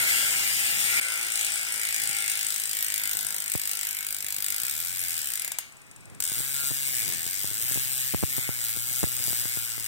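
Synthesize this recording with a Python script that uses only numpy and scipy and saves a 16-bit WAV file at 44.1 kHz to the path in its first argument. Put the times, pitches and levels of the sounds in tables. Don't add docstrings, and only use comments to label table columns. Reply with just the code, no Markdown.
import sys
import numpy as np
from scipy import signal
from scipy.fft import rfft, irfft, next_fast_len
from scipy.io import wavfile
from scipy.ndimage import uniform_filter1d

SR = 44100
rng = np.random.default_rng(int(sys.argv[2]) if len(sys.argv) > 2 else 0)


def invert_db(x):
    u = np.asarray(x, float) / 20
    return 10 ** u


def waveform_to_disk(signal):
    frames = np.transpose(np.atleast_2d(signal))
    scaled = np.clip(frames, -1, 1) * 32767
    samples = np.round(scaled).astype(np.int16)
    wavfile.write(sys.argv[1], SR, samples)


N = 435266

# start_s, level_db
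FAR_LEVEL = [
    (0.0, -26),
    (0.124, -23),
    (0.422, -26),
    (0.98, -25),
]
FAR_TEETH_PER_S, FAR_DRY_DB, FAR_RING_DB, FAR_AIR_DB = 101, -6.5, -2.5, -8.5
CUT_S, FADE_IN_S = 1, 0.018
# start_s, buzz_db, closeness_db (brightness)
APPROACH = [
    [(1.05, -38, -12), (1.2, -35.5, -12.5), (1.4, -35.5, -10), (1.62, -39.5, -13.5), (1.85, -33, -7.5),
     (2.1, -34.5, -8.5), (2.35, -34.5, -8.5), (2.55, -35, -5.5), (2.72, -35.5, -5), (2.95, -37.0, -3),
     (3.25, -36, -5), (3.5, -36.5, -2), (3.72, -36, -5.5), (3.95, -39.5, -3), (4.25, -37.0, -0.5),
     (4.6, -36.5, -1), (4.95, -38, -2), (5.3, -37.5, -2.5)],
    [(6.24, -35.5, -5), (6.4, -36, -1), (6.6, -36.5, -1.5), (6.85, -36.0, -1), (7.05, -35.5, -2.5),
     (7.22, -37.5, -2.5), (7.5, -37.5, -0.5), (7.72, -35, 0), (7.95, -36, -1), (8.15, -38.5, -1),
     (8.4, -38, -2), (8.6, -38.5, -1.5), (8.82, -36.5, 0.5), (9.05, -37.0, -1), (9.3, -36, 0.5),
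     (9.5, -35.5, -2.5), (9.63, -39, -1.5), (9.8, -38.5, -2.5)],
]
# pitch_hz, width_hz, level_db
SHELL = [(695, 780, -7.5), (1340, 790, -29), (2270, 170, -66), (3115, 11, -17), (2865, 640, -7),
         (4840, 1500, -88), (4870, 410, -10), (6100, 1250, -12.5), (7540, 400, -12.5), (8320, 2230, -4),
         (8470, 720, -2), (9160, 730, -5.5), (11010, 570, -7.5), (11930, 410, -8), (12680, 1100, 4),
         (14550, 170, -19), (13800, 550, 1.5), (14200, 430, -20.5)]
# pitch_hz, level_db, t60_s (three times the ring time used)
FRAME = [(770, -35, 0.076), (980, 19.5, 0.13), (1401.5, 24, 0.17), (1507, 14, 0.21), (1621, 4.5, 0.39),
         (1899, 10.5, 0.26), (2058, 18.5, 0.2), (2180, 26.5, 0.1), (2314, 24.5, 0.096), (2776, 7.5, 0.63),
         (3370, 14, 0.14), (7700, -17, 0.13), (7900, -5, 0.04), (9270, 9, .25)]
SWING_KNOTS = [-0.5, -0.93, -0.03, 1, 3, 4, 4.5, 5.5, 6, 5.5, 8.5, 8.5, 7.5, 15]
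# beams_per_turn, swing_db, angle_turns
LOW_BEAM = [(1, 5, 0.1), (2, -1, 0.068), (3, 3.1, 0.018)]
HIGH_BEAM = [(1, 1.2, 0.036), (2, 3.1, -.02), (3, 0.15, 0.03)]
BEAM_SPLIT_HZ = 1750
# pitch_hz, t60_s
ROOM_T60 = [(500, 0.62), (2000, 0.33), (5000, 0.52), (9000, 0.45), (15000, 0.055)]
STANCE_S = 0.25
BENCH_ECHO_S, BENCH_ECHO_DB = 0.0052, -10.5
KNUCKLE_DB = -5
# pitch_hz, level_db
SHOP_COLOUR = [(40, -7), (180, -9.5), (300, -14.5), (1420, -8.5), (2520, -3.5), (2980, -15), (7140, -18),
               (8280, -13.5), (11700, -25), (15500, -20)]
SHOP_DB = -53.0
# start_s, teeth_per_s
COAST = [
    (1.012, 55.49),
    (3.3, 51.8),
    (4.38, 50.19),
    (4.56, 50.58),
    (4.82, 85.33),
    (4.94, 92.29),
    (5.14, 84.53),
    (5.26, 70.41),
    (5.5882, 7.78),
]
# start_s, teeth_per_s
BACKPEDAL = [(6.2029, 41.42), (6.25, 79.4), (6.41, 133.05), (6.55, 140.6), (6.89, 136.92), (7.11, 87.51),
             (7.21, 82.55), (7.37, 97.65), (7.51, 101.0), (7.75, 133.88), (7.89, 131.01), (8.25, 132.62),
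             (8.47, 126.63), (8.69, 112.79), (8.99, 127.94), (9.33, 119.88), (9.45, 121.2),
             (9.8635, 110.38)]
# level_db at closeness 0, slope in dB per dB of closeness
BODY_LAW = (-10.5, -0.28)
AIR_LAW = (0.84, 1)
ROOM_LAW = (-4, -0.66)
JOLT_LAW = (-31.5, 0.98)
TURN_DB, TEETH_PER_TURN = 1, 40
RESTART_DRY_DB, RESTART_S = -7, 0.073
SLOW_TEETH_PER_S, SLOW_ROOM_DB, RESTART_HIT_DB = 59, -5, 5.5
# start_s, peak_db
CHAIN = [
    (5.7222, -43.5),
    (5.7688, -46),
    (5.817, -45),
    (5.8656, -49),
    (5.913, -42),
    (5.962, -41),
    (6.007, -46),
    (6.055, -43.5),
    (6.099, -43),
    (6.148, -42.5),
]
# start_s, level_db
JOLTS = [(6.204, -20), (6.3183, -14.5), (6.3719, -18), (6.3885, -22), (6.404, -14), (6.6372, -19),
         (6.708, -12), (6.7154, -10.5), (7.2645, -16), (7.4437, -10), (7.5134, -16), (7.7132, -13),
         (7.7586, -10.5), (7.774, -8), (8.1386, -4), (8.2285, 0), (8.3814, -6.5), (8.3893, -10.5),
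         (8.4913, -3), (8.7715, -13.5), (8.912, -20), (9.0312, 0.5), (9.0707, -17.5), (9.2003, -18),
         (9.2808, -10.5), (9.3052, -15), (9.4552, -11), (9.572, -10), (9.7799, -15), (9.8068, -23)]
# start_s, level_db
REBOUNDS = [
    (8.1462, 3),
    (8.236, 4.5),
    (8.7632, -18),
    (9.0391, 4),
    (9.207, -19),
    (9.3307, -11),
]
# start_s, level_db
KNOCKS = [
    (1.509, -31),
    (1.708, -29),
    (2.095, -21),
    (3.047, -31),
    (3.152, -19),
    (3.2505, -21),
    (3.5519, -2),
    (4.241, -22),
    (4.384, -21),
    (4.634, -20),
]
# start_s, level_db
SHIFTS = [
    (2.06, -58),
    (3.24, -58.5),
    (6.12, -56.5),
    (7.08, -46.5),
    (7.64, -54),
    (8.3, -60),
    (9.26, -59),
]
GRIP_DB, FAR_GRIP_DB, LATE_GRIP_DB, SHIFT_S = -61.5, -51.5, 0.5, 0.1
LIGHTER_GRIP_S, LIGHTER_GRIP_DB = 3, -2
EARLY_JOLT_DB = 0.5
JOLT_PER_SPEED_DB = 5.5
# pitch_hz, phase_radians
PORT_PHASE = [(0, 0), (3850, 0), (4450, 3.2), (4900, 3.9), (9390, 16.2), (10600, 19.5), (16000, 25)]
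# pitch_hz, level_db
PORT_BALANCE = [(60, 6), (160, -11), (270, 11), (450, -0.5), (740, 1), (1220, 3), (2010, 3), (3330, 1),
                (5500, 3.5), (9080, 8), (15000, -1.5)]
# pitch_hz, level_db
WIDENER = [(60, 17), (150, 12), (400, 3), (700, -5), (1200, -12), (1550, .1), (1900, 9), (2500, 11),
           (3000, .1), (3700, -12), (3980, -2), (4200, 6), (4700, 5), (5300, .1)]
# start_s, lead_db
MUTE_LEAD = [(0, 10), (1.5, 10.5), (5.5, 11.5), (5.7, 10.5), (6.14, 9.5), (6.16, 40), (6.22, 40),
             (6.25, 6.5), (6.4, 6), (6.9, 7), (7.1, 10), (7.6, 9), (7.8, 7), (9.8, 7)]
# pitch_hz, lean_db (towards muting the middle)
MUTE_LEAN = [(1100, 2), (2600, 1.5), (3500, -1.5), (4450, 3), (5900, -3), (10800, -1), (12000, 1.5),
             (13300, -5)]
MUTE_WANDER_DB, MUTE_FROM_HZ, LEAN_WIDTH_HZ = 3.6, 900, 450


def rms_one(x):
    return x / np.sqrt(np.mean(x ** 2) + 1e-20)


def in_time(rows, t):
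    start_s, *columns = np.transpose(rows)
    return [np.interp(t, start_s, column) for column in columns]


def at_hz(points, hz):
    pitch_hz, value = np.transpose(points)
    return np.interp(np.log(hz + 1), np.log(pitch_hz + 1), value)


def train(t, heights):
    places = np.clip(np.round(t * SR).astype(int), 0, N - 1)
    return np.bincount(places, heights, N) + 1e-18


def strikes(rows):
    start_s, level_db = np.transpose(rows)
    return train(start_s, invert_db(level_db))


def ring(x, hz, t60):
    r = invert_db(-60 / (t60 * SR))
    w = 2 * np.pi * hz / SR
    return signal.lfilter([0, np.sin(w)], [1, -2 * r * np.cos(w), r * r], x)


def fading(clicks, t60):
    return signal.lfilter([1], [1, -invert_db(-60 / (t60 * SR))], clicks)


def butter(x, hz, kind, order):
    return signal.sosfilt(signal.butter(order, hz, kind, fs=SR, output="sos"), x)


def beam(t, lobes):
    turn = np.interp(t, SWING_KNOTS, np.arange(len(SWING_KNOTS)))
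    return sum(db * np.cos(2 * np.pi * beams * (turn - angle)) for beams, db, angle in lobes)


def snaps(t, snap_db, body_db, air_db, rim_db):
    spread_s, burst_t60, colour_db, alike = 0.0015, 0.014, 2.5, 0.55
    count = len(t)
    drop = t[:, None] + spread_s * rng.random((count, 4)) * [0, 1, 1, 1]
    force_db = snap_db[:, None] + 1.8 * rng.standard_normal((count, 4)) - [0, 8, 10, 11]
    drop = np.hstack([drop, drop[:, :1] + BENCH_ECHO_S])
    force_db = np.hstack([force_db, force_db[:, :1] + BENCH_ECHO_DB])
    tint = rng.standard_normal((count, len(SHELL)))
    grit = rng.standard_normal((2, 3, N))
    out = 0
    for k, (hz, width, db) in enumerate(SHELL):
        air_share = (hz > 11000) * (1 if 12500 < hz < 13500 else 0.7)
        tint_db = db + colour_db * tint[:, k] + air_db * air_share
        tint_db = tint_db + body_db * (hz < 4000) + rim_db * (hz < BEAM_SPLIT_HZ)
        echo_db = [0, 0, 0, 0, 3 * (hz > 11000)]
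        height = invert_db(force_db + tint_db[:, None] + echo_db)
        burst = fading(train(drop.ravel(), height.ravel()), burst_t60)
        t60 = np.log(1000) / np.pi / width
        out = out + ring(burst * grit[k % 2], hz, t60) * np.sqrt(width / SR)
    crack = fading(train(t, invert_db(force_db[:, 0] - 16.5)), 0.003)
    out = out + butter(crack * grit[0], 2500, "high", order=2)
    return np.sqrt(alike) * out[0] + np.sqrt(1 - alike) * out[1:]


def frame(t, ring_db, heard_s):
    strength = 1.4 + 0.55 * rng.standard_normal((len(t), len(FRAME)))
    low_db, high_db = beam(heard_s, LOW_BEAM), beam(heard_s, HIGH_BEAM)
    out = 0
    for k, (hz, db, t60) in enumerate(FRAME):
        swing_db = (high_db if hz > BEAM_SPLIT_HZ else low_db) * (hz < 2600)
        out = out + ring(train(t, invert_db(ring_db + db + swing_db) * strength[:, k]), hz, t60 / 3)
    return out


def room(x):
    hop, size = int(STANCE_S * SR), int(0.6 * SR)
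    x = np.pad(x, [(0, 0), (hop, 2 * hop)])
    starts = [i for i in range(0, N + hop, hop) if np.abs(x[:, i:i + 2 * hop]).max() > 1e-7]
    t = np.arange(size) / SR
    white = rng.standard_normal((len(starts), 2, size))
    tail = 0
    for hz in 250 * 2 ** np.arange(0, 6, 0.5):
        t60 = at_hz(ROOM_T60, hz * 3.62)
        band = butter(white, [hz, hz * np.sqrt(2)], "band", order=1)
        tail = tail + band * invert_db(-60 * t / t60) / np.sqrt(t60)
    tail = tail * np.clip(t / 0.02, 0, 1)
    tail = tail / np.sqrt(np.sum(tail ** 2, axis=2, keepdims=True))
    out = np.zeros((2, N + 3 * hop + size))
    blend = np.sin(np.pi * np.arange(2 * hop) / (2 * hop))
    for i, paths in zip(starts, tail):
        piece = x[:, i:i + 2 * hop] * blend
        out[:, i:i + 2 * hop + size - 1] += signal.fftconvolve(piece, paths, axes=1)
    return out[:, hop:hop + N]


def hub(t, snap_db, room_db, body_db, air_db, early_s=0):
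    heard_s = t - early_s
    strike_db = snap_db + body_db
    rim_db = beam(heard_s, LOW_BEAM)
    dry = snaps(t, snap_db, body_db, air_db, rim_db) + frame(t, strike_db - 41, heard_s)
    knuckle = train(t, invert_db(strike_db + KNUCKLE_DB + 0.55 * rim_db))
    dry = dry + butter(knuckle, [1300, 5500], "band", order=1) * [[1], [0.2]]
    dry = butter(dry, 1527, "high", order=12) + invert_db(-18) * butter(dry, 450, "high", order=2)
    near = np.clip((t - 2.4) / 0.5, 0, 1)
    for hz, share in ((819, 1 - near), (753, near)):
        dry = dry + ring(train(t, invert_db(strike_db - 32.5) * share), hz, 0.05)
    dry = dry + butter(train(t, invert_db(strike_db - 42)), [400, 1250], "band", order=2)
    return dry, room(dry * invert_db(np.interp(np.arange(N) / SR, t, room_db)))


def far_view():
    t = np.arange(0, 2, 1 / FAR_TEETH_PER_S)
    t = t + 0.0012 * rng.standard_normal(len(t))
    flat = np.zeros(len(t))
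    dry, wet = hub(t, flat, flat, flat + FAR_RING_DB, flat + FAR_AIR_DB, early_s=0.98)
    heard = np.roll(invert_db(FAR_DRY_DB) * dry + wet, -SR, axis=1)
    time = np.arange(N) / SR
    level = invert_db(in_time(FAR_LEVEL, time)[0] + 1)
    return heard / np.std(heard[:, :SR]) * level * (time < CUT_S)


def shop():
    size = next_fast_len(N)
    colour = invert_db(at_hz(SHOP_COLOUR, np.arange(size // 2 + 1) * SR / size))
    air = irfft(rfft(rng.standard_normal((2, size))) * colour, size)[:, :N]
    return invert_db(SHOP_DB) * rms_one(air)


def handling():
    time = np.arange(N) / SR
    swells = sum(invert_db(db) * np.exp(-np.abs(time - s) / SHIFT_S) for s, db in SHIFTS)
    steady_db = np.where(time < CUT_S, FAR_GRIP_DB, GRIP_DB) + LIGHTER_GRIP_DB * (time > LIGHTER_GRIP_S)
    return invert_db(steady_db) + swells


def housing(pushes, turn=False):
    if turn:
        c = np.tan(np.pi / 4 - np.pi * 200 / SR)
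        pushes = signal.lfilter([-c, 1], [1, -c], pushes)
    cut = butter(pushes, 90, "high", order=4)
    mid = invert_db(12.5) * butter(butter(cut, 276, "low", order=1), 2000, "low", order=1)
    mid = mid * (-1 if turn else 1)
    side = -invert_db(36) * butter(butter(cut, 26, "low", order=1), 600, "low", order=2)
    side = side + 0.008 * ring(side, 150, 0.025)
    return np.array([mid + side, mid - side])


def jolts(t, jolt_db):
    early_db = EARLY_JOLT_DB * (t < 5.8)
    small = train(t, invert_db(jolt_db + early_db + 2 * rng.standard_normal(len(t))))
    small = invert_db(35) * butter(small, 6, "low", order=1) + invert_db(-9) * small
    small = butter(small, 40, "high", order=1)
    grip = rng.standard_normal((2, N)) * handling() * invert_db(2)
    early = np.arange(N) < 5.8 * SR
    late_grip = invert_db(LATE_GRIP_DB) * grip[0] * ~early
    other = grip[1] * early - strikes(KNOCKS)
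    pushes = small + strikes(JOLTS) - strikes(REBOUNDS) + late_grip
    return housing(pushes) + housing(other, turn=True)


def teeth_times(rows):
    t = np.arange(rows[0][0], rows[-1][0] + 0.02, 1 / SR)
    passed = np.cumsum(in_time(rows, t)[0]) / SR
    ends = np.interp(rows[-1][0], t, passed)
    return np.interp(np.arange(round(ends) + 1), passed, t)


def near_hub(t, speed, buzz_db, close):
    body_db, air_db, room_db = (base + slope * close for base, slope in (BODY_LAW, AIR_LAW, ROOM_LAW))
    since = t - BACKPEDAL[0][0]
    fresh_db = RESTART_DRY_DB * np.exp(-np.abs(since) / RESTART_S) * (since > -RESTART_S)
    snap_db = buzz_db - 10 * np.log10(np.maximum(speed, 42) / 60) + 14.5
    snap_db = snap_db + TURN_DB * np.sin(2 * np.pi * np.arange(len(t)) / TEETH_PER_TURN + 3.34)
    snap_db = snap_db + RESTART_HIT_DB * (np.abs(since) < 0.005)
    slow = np.clip(1 - speed / SLOW_TEETH_PER_S, 0, 1)
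    snap_db = snap_db + 3 * np.clip(slow - 0.4, 0, 0.4) / 0.39
    room_db = room_db + SLOW_ROOM_DB * np.sqrt(slow)
    dry, wet = hub(t, snap_db, room_db + fresh_db, body_db + fresh_db + 4.5, air_db - 3.5)
    axle = ring(train(t, invert_db(snap_db - 14.5) * slow ** 2), 950, 0.015)
    return dry + axle + wet


def chain():
    burst = fading(strikes(CHAIN), 0.025) * rng.standard_normal((2, N))
    return invert_db(-5) * ring(burst, 8330, 0.0024) + invert_db(-30) * butter(burst, 2500, "high", order=2)


def widen(x):
    size = next_fast_len(N)
    left, right = rfft(x, size)
    wide = invert_db(at_hz(WIDENER, np.arange(size // 2 + 1) * SR / size))
    mid, side = (left + right) / 2, wide * (left - right) / 2
    return irfft(np.sqrt(2 / (1 + wide ** 2)) * [mid + side, mid - side], size)[:, :N]


def ports(x):
    size = next_fast_len(N)
    hz = np.arange(size // 2 + 1) * SR / size
    lean = invert_db(at_hz(PORT_BALANCE, hz) / 2)
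    half = np.exp(0.5j * np.interp(hz, *np.transpose(PORT_PHASE)))
    turned = widen(irfft(rfft(x, size) * [half, 1 / half], size)[:, :N])
    return irfft(rfft(turned, size) * [lean, 1 / lean], size)[:, :N]


def scene():
    start_s, start_speed = COAST[0]
    before = start_s - np.arange(40, 0, -1) / start_speed
    t = np.concatenate([before, teeth_times(COAST), teeth_times(BACKPEDAL)])
    t = t + 0.00004 * rng.standard_normal(len(t))
    buzz_db, close = in_time(np.concatenate(APPROACH), t)
    speed = in_time(COAST + BACKPEDAL, t)[0]
    near = near_hub(t, speed, buzz_db, close) + chain()
    fade = np.clip((np.arange(N) / SR - CUT_S) / FADE_IN_S + 0.079, 0, 1) * (np.arange(N) >= CUT_S * SR)
    heard = ports(fade * near + far_view() + shop())
    jolt_db = JOLT_LAW[0] + JOLT_LAW[1] * close
    return heard + jolts(t, jolt_db + JOLT_PER_SPEED_DB * np.log2(np.maximum(speed, 42) / 100))


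def joint_stereo(x):
    hop, lead = 1024, 2048 - 838
    frames = N // hop + 3
    padding = [(0, 0), (lead, (frames + 1) * hop - N - lead)]
    pair = np.pad([x[0] + x[1], x[0] - x[1]], padding) / 2
    n, k = np.arange(2 * hop), np.arange(hop)
    basis = np.cos(np.pi / hop * np.outer(n + 0.5 + hop / 2, k + 0.5)) * np.sqrt(2 / hop)
    basis = basis * signal.windows.kaiser_bessel_derived(2 * hop, 4 * np.pi)[:, None]
    halves = pair.reshape(2, -1, hop)
    z = np.concatenate([halves[:, :-1], halves[:, 1:]], axis=2) @ basis
    hz = (k + 0.5) * SR / 2 / hop
    power = uniform_filter1d(uniform_filter1d(z ** 2, size=9, axis=2), size=3, axis=1) + 1e-20
    wander = uniform_filter1d(rng.standard_normal((frames, hop // 16)), size=3, axis=0)
    wander = np.repeat(wander, hop // 64, axis=1)
    lean_db = sum(db * (np.abs(hz - centre) < LEAN_WIDTH_HZ) for centre, db in MUTE_LEAN)
    lean_db = uniform_filter1d(lean_db, size=9)
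    lead_db = 10 * np.log10(power[1] / power[0]) + MUTE_WANDER_DB * rms_one(wander) + lean_db
    lead_db = lead_db * (hz > MUTE_FROM_HZ)
    need_db = in_time(MUTE_LEAD, (np.arange(frames) * hop + hop - lead) / SR)[0][:, None]
    back = (z * [lead_db < need_db, lead_db > -need_db]) @ basis.T
    joined = (back[:, :-1, hop:] + back[:, 1:, :hop]).reshape(2, -1)
    mid, side = joined[:, lead - hop:][:, :N]
    return np.array([mid + side, mid - side])


def low_pass(x):
    return signal.sosfilt(signal.butter(12, 16830, fs=SR, output="sos"), x)


def record(dry):
    dry = signal.sosfilt(signal.cheby2(16, 50, 16300, fs=SR, output="sos"), dry)
    return low_pass(joint_stereo(dry))


dry = scene()
out = record(dry)
waveform_to_disk(out)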